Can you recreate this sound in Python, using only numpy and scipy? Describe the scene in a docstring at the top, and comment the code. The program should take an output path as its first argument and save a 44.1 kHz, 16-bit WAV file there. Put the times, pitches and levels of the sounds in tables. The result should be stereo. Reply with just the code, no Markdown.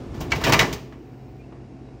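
"""A bottle clatters down inside a drinks machine and lands in its hollow plastic port.
The carrier motor rumbles, a gate clacks open, and the bottle thuds on the chute, hits the
port and rocks back once. Each blow makes the struck part ring, and a small quiet room answers.
Faint squeaks and a thin hiss follow; the cooler's compressor and fan hum throughout."""
import sys
import numpy as np
from scipy import signal
from scipy.io import wavfile

SR = 44100
rng = np.random.default_rng(int(sys.argv[2]) if len(sys.argv) > 2 else 0)


def generate_wav(sig):
    """Save sig (samples, or channels by samples) to the path in sys.argv[1] as 16-bit PCM at SR."""
    pcm = np.round(np.clip(np.atleast_2d(sig).T, -1, 1) * 32767).astype(np.int16)
    wavfile.write(sys.argv[1], SR, pcm)


N = 88200
TIME = np.arange(N) / SR
BAND_HZ = 31.25 * 2 ** (np.arange(28) / 3)   # noise bands, three to an octave

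# knocks on the cabinet: start_s, rise_s, ring_s (time to fade by 60 dB), level_db at each KNOCK_HZ
KNOCKS = [ (0.141, 0.0048, 0.66, -40, -55.5, -55, -60, -62, -71),
          (0.202, 0.005, 0.12, -36, -39.5, -35.5, -75, -44.5, -55),
          (0.209, 0.0013, 0.19, -62.5, -45, -55, -44.5, -52, -50.5),
          (0.302, 0.0096, 0.3, -45, -52.5, -59, -46, -47, -65),
          (0.318, 0.0017, 0.041, -42, -46.5, -30.5, -27, -31, -45.5),
          (0.333, .002, 0.047, -43, -33, -30, -42, -50.5, -56),
          (0.352, 0.0083, 0.17, -43.5, -54, -47, -41, -50, -51),
          (0.402, 0.014, 0.29, -44, -50, -36, -46, -51, -53.5),
          (0.436, 0.0056, 0.18, -35.5, -39.5, -33, -27, -32.5, -41.5),
          (0.462, 0.0077, 0.22, -30, -26, -26.5, -31.5, -40, -45.5),
          (0.479, .003, 0.15, -28, -30.5, -35, -32.5, -42, -46.5),
          (0.492, 0.0053, .06, -26, -22.5, -24.5, -38, -37.5, -39),
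          (0.522, 0.0014, 0.068, -30, -27, -28, -20.5, -25, -33.5),
          (0.533, 0.00088, 0.083, -39.5, -26.5, -19, -19.5, -27, -33),
          (0.591, 0.00096, 0.088, -33, -32.5, -28, -18.5, -25.5, -33.5),
          (0.61, 0.0018, 0.14, -28, -31.5, -22.5, -29, -35, -45),
          (0.725, .005, 0.11, -45, -49.5, -46.5, -40.5, -38, -44),
          (0.923, 0.0014, 0.11, -55, -64, -50, -57, -70, -80),
          (1.523, .0008, 0.068, -62, -51, -50, -61.5, -95, -91),
          (1.886, .001, 0.036, -60, -48, -62.5, -66.5, -85, -92)]
KNOCK_HZ = (125, 400, 1000, 2500, 6000, 14000)
# tone colour of the panels: pitch_hz, gain_db
PANEL_COLOUR = [(40, -32), (60, -17.5), (85, -6.5), (130, 0), (200, -3), (400, -2), (700, 1), (950, 2),
                (1400, -0.5), (2200, 1.5), (3000, 3.5), (4000, 3), (6000, 7), (7600, -6.5), (9500, -2),
                (12000, -6), (15000, 9.5)]
# the room's echo: pitch_hz, gain_db, ring_s
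ROOM_ECHO = [(59.5, -7, .6), (300, -2.5, 0.65), (955, -10.5, 0.48), (2500, -17.5, 0.55), (6000, -14, 0.43),
             (13970, -16.5, .45)]


def cabinet_knocks(echo_rise_s=0.00601):
    """Each knock shakes the panels, dies fast and leaves a smooth echo in the room."""
    out, coarse_time = 0, np.linspace(0, N / SR, N // 16)
    panel_bands = stereo_bands(clatter, direct=True)
    room_bands = stereo_bands(white_noise, direct=False)
    for hz, panel, room in zip(BAND_HZ, panel_bands, room_bands):
        echo_db, echo_s = at_hz(ROOM_ECHO, hz)
        ring_stretch = (hz / 2500) ** -.14   # low notes ring longer
        panel_power = room_power = 0
        for start_s, rise_s, ring_s, *levels_db in KNOCKS:
            age = np.maximum(coarse_time - start_s, 0)
            gain = from_db(at_hz(list(zip(KNOCK_HZ, levels_db)), hz) + at_hz(PANEL_COLOUR, hz))
            swell = np.minimum(age / rise_s, 1)
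            panel_power += (gain * swell * fade(age - rise_s, ring_s * ring_stretch)) ** 2
            echo_swell = 1 - np.exp(-age / echo_rise_s)
            room_power += (gain * from_db(echo_db) * echo_swell * fade(age, echo_s)) ** 2
        out += panel * np.interp(TIME, coarse_time, np.sqrt(panel_power))
        out += room * np.interp(TIME, coarse_time, np.sqrt(room_power))
    return out


def clatter(clicks_per_s=1200, clicks_db=-9.5, spread_db=4.5):
    """Shaking panels make a dense noise with tiny uneven clicks of contact in it."""
    noise = white_noise()
    size = noise.shape[1]
    contacts = rng.random(size) < clicks_per_s / SR
    strength = from_db(spread_db * np.minimum(rng.exponential(1, size), 3))
    return noise + from_db(clicks_db) * unit_level(contacts * strength * white_noise())


# the bottle's hard base strikes: start_s, level_db
BOTTLE_HITS = [(0.526, -26.5), (0.5925, -15)]
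# the bottle's notes: pitch_hz, gain_db, ring_s
BOTTLE_NOTES = [(2020, -3.5, .06), (2254, 7.5, 0.036), (2780, -4, 0.043), (2870, -1.5, .045),
                (3000, 0.5, 0.063), (3040, -1, 0.056), (3805, -2.5, .055), (4620, -3.5, .04),
                (6020, -8, 0.072)]


def bottle_clacks():
    """The hard base gives a short, bright clack."""
    return struck(BOTTLE_HITS, BOTTLE_NOTES, vary_db=3.5, rise_s=0.00077)


# hard blows of the bottle on chute and port: start_s, level_db
LANDINGS = [(0.441, -33.5), (0.463, -56), (0.496, -30), (0.526, -28.5), (0.537, -26.5), (0.593, -24.5)]
# the port's notes: pitch_hz, gain_db, ring_s
PORT_NOTES = [(134.8, 1, 0.22), (299, -9.5, 0.22), (404, -13, 1), (435, -4.5, .4), (461.7, -6.5, .25),
              (657, -5, 0.16), (938.7, -1, 0.19), (1186, -3, .3), (1787, -3, 0.203), (1948, -0.5, 0.154),
              (2015, 2.5, .2), (2222, 4, 0.1734), (2366, -1.5, 0.2), (2545, 1.5, 0.08), (2816, -1, 0.09),
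              (3040, 5, 0.05), (3855, -2, 0.13), (4565, -9.5, .17), (5920, -10, 0.25)]


def port_ring():
    """The plastic port rings as the bottle lands."""
    return struck(LANDINGS, PORT_NOTES, vary_db=3.5, rise_s=0.0028)


# bands the hollow port lifts or weakens: pitch_hz, width_hz, gain_db
PORT_COLOUR = [(1793, 300, 2), (2020, 35, -4.5), (2590, 90, -1.5), (3486, 147, -2), (4410, 74, -7.5)]


def through_port(sound):
    """The hollow port lifts its own notes, and adds one broad lift and four narrow dips."""
    for hz, _, _ in PORT_NOTES:
        sound = boost_or_cut(sound, hz, width_hz=hz * 0.025, gain_db=3.5)
    for hz, width_hz, gain_db in PORT_COLOUR:
        sound = boost_or_cut(sound, hz, width_hz, gain_db)
    return sound


# the full bottle drops on the chute: start_s, level_db
CHUTE_HITS = [(0.446, -20.5), (0.4805, -21)]
# the chute's notes: pitch_hz, gain_db, ring_s
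CHUTE_NOTES = [(113, 0, .16), (132, -4, 0.11)]


def chute_thuds():
    """The bottle's weight beats the chute like a drum."""
    return struck(CHUTE_HITS, CHUTE_NOTES, vary_db=-3.5, rise_s=0.0042)


# the gate's blow: start_s, level_db
GATE_HITS = [(0.3195, -13.5)]
# the gate's notes: pitch_hz, gain_db, ring_s
GATE_NOTES = [(890, -26, 0.16), (1324, -8.5, 0.071), (1584, -10.5, .08), (2026, -6.5, 0.12),
              (2227, 3.5, 0.049), (2264, -0.5, 0.078), (2680, -7, 0.055), (2850, -13, 0.097),
              (3330, -2, 0.048), (3060, -4, 0.05), (4325, -17, 0.13)]


def gate_clack():
    """The opening gate strikes its stop and rings briefly."""
    return struck(GATE_HITS, GATE_NOTES, vary_db=3.5, rise_s=0.0038)


# shoves on the cabinet: start_s, level_db
SHOVES = [(0.146, -32), (0.215, -26.5), (0.326, -23), (0.606, -30.5)]
# the cabinet's deep notes: pitch_hz, gain_db, ring_s
BOOM_NOTES = [(58.6, 4.5, 0.12), (136.2, -6, 0.38)]


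def cabinet_boom():
    """Each shove rocks the whole cabinet, which booms."""
    return struck(SHOVES, BOOM_NOTES, vary_db=-1, rise_s=0.0094)


# how loud the carrier motor runs: time_s, level_db
CARRIER_LEVEL = [(0, -33.5), (.1, -35), (.2, -31), (.4, -28.5), (.6, -30.5), (.75, -35.5), (.9, -70),
                 (1.1, -68.5)]
# tone colour of its rumble: pitch_hz, gain_db
CARRIER_COLOUR = [(35, -13), (55, 2.5), (85, -2.5), (130, 1.5), (200, -5.5), (350, 1), (600, -10.5),
                  (1000, -11.5), (2000, -18), (5000, -19.5), (10000, -32.5), (16000, -36)]
# the fan's rush of air, band by band: pitch_hz, level_db
FAN_AIR = [(30, -96), (50, -59), (80, -58), (105, -52), (160, -56), (280, -49), (380, -50), (500, -59.5),
           (800, -60.5), (1200, -67), (2500, -65.5), (3300, -74.5), (5200, -70.5), (8000, -80),
           (12000, -94.5), (16000, -94)]


def carrier_and_fan():
    """The carrier rumbles until the bottle is out; the fan keeps blowing."""
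    running = from_db(np.interp(TIME, *np.transpose(CARRIER_LEVEL)))
    colour = from_db(at_hz(CARRIER_COLOUR, BAND_HZ))
    colour /= np.linalg.norm(colour)
    fan = from_db(at_hz(FAN_AIR, BAND_HZ))
    bands = stereo_bands(white_noise, direct=False)
    return sum(band * np.hypot(rumble * running, air) for band, rumble, air in zip(bands, colour, fan))


# the cooler's steady tones: pitch_hz, level_db
HUM_TONES = [(59.2, -52), (129.2, -46), (263.8, -53), (349.9, -55), (646, -68), (689, -67.5), (711, -69.5),
             (753.7, -62), (996, -74), (1120, -89.5), (3880, -82.5)]


def cooler_hum(wavers_per_s=9.05):
    """The compressor and fan hum; their higher tones waver more."""
    out = 0
    for hz, level_db in HUM_TONES:
        depth = 0.17 * (hz / 130) ** .9
        waver = 1 + depth * (drift(wavers_per_s) + 1j * drift(wavers_per_s))   # in level and phase
        tone = np.real(waver * np.exp(2j * np.pi * (hz * TIME + rng.random())))
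        out += panned(from_db(level_db) * unit_level(tone), hz)
    return out


# faint squeaks: start_s, length_s, start_hz, end_hz, level_db
SQUEAKS = [(0.985, 0.089, 3050, 2500, -69), (1.383, 0.044, 2320, 2470, -55.5),
           (1.414, 0.057, 2640, 2660, -63.5), (1.131, 0.17, 15100, 13940, -81.5),
           (1.250, .085, 15800, 14900, -77), (1.335, 0.076, 15700, 13700, -78)]


def squeaks(wobble_share=.012, wobbles_per_s=150, flutter_db=4):
    """The settling machine squeaks in thin, unsteady glides that swell and fade."""
    out = 0
    for start_s, length_s, start_hz, end_hz, level_db in SQUEAKS:
        progress = np.clip((TIME - start_s) / length_s, 0, 1)
        glide_hz = start_hz + (end_hz - start_hz) * progress
        hz = glide_hz * (1 + wobble_share * drift(wobbles_per_s))
        gain = from_db(level_db + flutter_db * drift(wobbles_per_s)) * np.sin(np.pi * progress)
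        out += panned(gain * np.sin(2 * np.pi * np.cumsum(hz) / SR), start_hz)
    return out


# how loud the hiss is: time_s, level_db
HISS_LEVEL = [(.8, -81), (1.1, -75), (1.4, -80), (1.55, -93)]


def hiss(band_hz=(13000, 15800)):
    """A faint, high hiss swells a little after the drop, then fades."""
    band_filter = signal.butter(4, band_hz, "band", fs=SR, output="sos")
    noise = signal.sosfilt(band_filter, white_noise())[:, -N:]
    return unit_level(noise) * from_db(np.interp(TIME, *np.transpose(HISS_LEVEL)))


def struck(hits, notes, vary_db, rise_s):
    """Each hit rings all of a part's notes, each randomly louder or softer."""
    out = np.zeros((2, N))
    age = TIME[:SR]
    for hz, gain_db, ring_s in notes:
        ear_lag_s = rng.normal(0, .00002, (2, 1))
        tone = panned(np.sin(2 * np.pi * hz * (age + ear_lag_s)), hz)
        ring = tone * fade(age, ring_s) * (1 - np.exp(-age / rise_s))
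        for start_s, level_db in hits:
            start = int(start_s * SR)
            strength = from_db(level_db + gain_db + vary_db * rng.normal())
            out[:, start:start + SR] += strength * ring[:, :N - start]
    return out


# what the two ears hear: pitch_hz, direct_likeness, room_likeness (1 = same), left_minus_right_db
STEREO_IMAGE = [(60, 0.91, 0.94, -1.3), (125, 1, 0.94, 2.4), (250, 0.32, 1, 0.6), (487, 0.45, 0.63, 0.2),
                (1000, .7, 0.32, 1.5), (2180, 0.52, 0.067, 1.5), (5000, .15, .05, 1),
                (8500, 0.088, .05, 8.5), (14000, .03, .02, -3)]


def panned(sound, hz):
    """The machine stands a little to the left."""
    return sound * from_db(at_hz(STEREO_IMAGE, hz)[2] / 2 * np.array([[1], [-1]]))


def stereo_bands(make_noise, direct):
    """Split noise into bands, as alike in both ears as direct sound or room sound is."""
    sources, bands = [make_noise(), make_noise()], []
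    for k, hz in enumerate(BAND_HZ):
        band_filter = signal.butter(2, [hz / 1.122, hz * 1.122], "band", fs=SR, output="sos")
        mid, side = signal.sosfilt(band_filter, sources[k % 2])[:, -N:]
        likeness = np.clip(at_hz(STEREO_IMAGE, hz)[0 if direct else 1], -.995, .995)
        ears = np.sqrt(1 + likeness) * mid + np.sqrt(1 - likeness) * side * [[1], [-1]]
        bands.append(panned(unit_level(ears), hz))
    return bands


def boost_or_cut(sound, hz, width_hz, gain_db):
    """Raise or lower a narrow band."""
    tuning = -2 * np.cos(2 * np.pi * hz / SR)
    width, gain = np.pi * width_hz / SR, from_db(gain_db / 2)
    forward = [1 + width * gain, tuning, 1 - width * gain]
    feedback = [1 + width / gain, tuning, 1 - width / gain]
    return signal.lfilter(forward, feedback, sound)


def white_noise():
    """Two noises, with extra length for filters to settle."""
    return rng.standard_normal((2, N + SR // 4))


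def drift(turns_per_s):
    """A smooth random wander around zero."""
    points = rng.standard_normal(400)
    return np.interp(TIME * turns_per_s, np.arange(len(points)), points)


def fade(age, ring_s):
    """Gain of a sound that loses 60 dB in ring_s."""
    return np.exp(-np.log(1000) * np.maximum(age, 0) / ring_s)


def at_hz(table, hz):
    """Read a table at any pitch, blending between its rows."""
    pitches, *columns = np.transpose(table)
    return np.squeeze([np.interp(np.log(hz), np.log(pitches), column) for column in columns])


def from_db(db):
    """Decibels to gain."""
    return 10 ** (np.asarray(db) / 20)


def unit_level(sound):
    """Scale to an average (rms) level of 1."""
    return sound / np.sqrt(np.mean(sound ** 2) + 1e-20)


def scene():
    """Ringing parts and knocks over the running machine."""
    ringing = port_ring() + gate_clack() + cabinet_boom() + chute_thuds() + bottle_clacks()
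    knocks = through_port(cabinet_knocks())
    return ringing + knocks + carrier_and_fan() + cooler_hum() + squeaks() + hiss()


def record(dry, low_cut_hz=32, high_cut_hz=16300):
    """Cut the deepest bass, round off the loudest peaks and cut the highest treble."""
    thinned = signal.sosfilt(signal.butter(4, low_cut_hz, "high", fs=SR, output="sos"), dry)
    rounded = 1.3 * np.tanh(thinned / 1.3)
    return signal.sosfilt(signal.cheby2(16, 60, high_cut_hz, fs=SR, output="sos"), rounded)


dry = scene()
out = record(dry)
generate_wav(out)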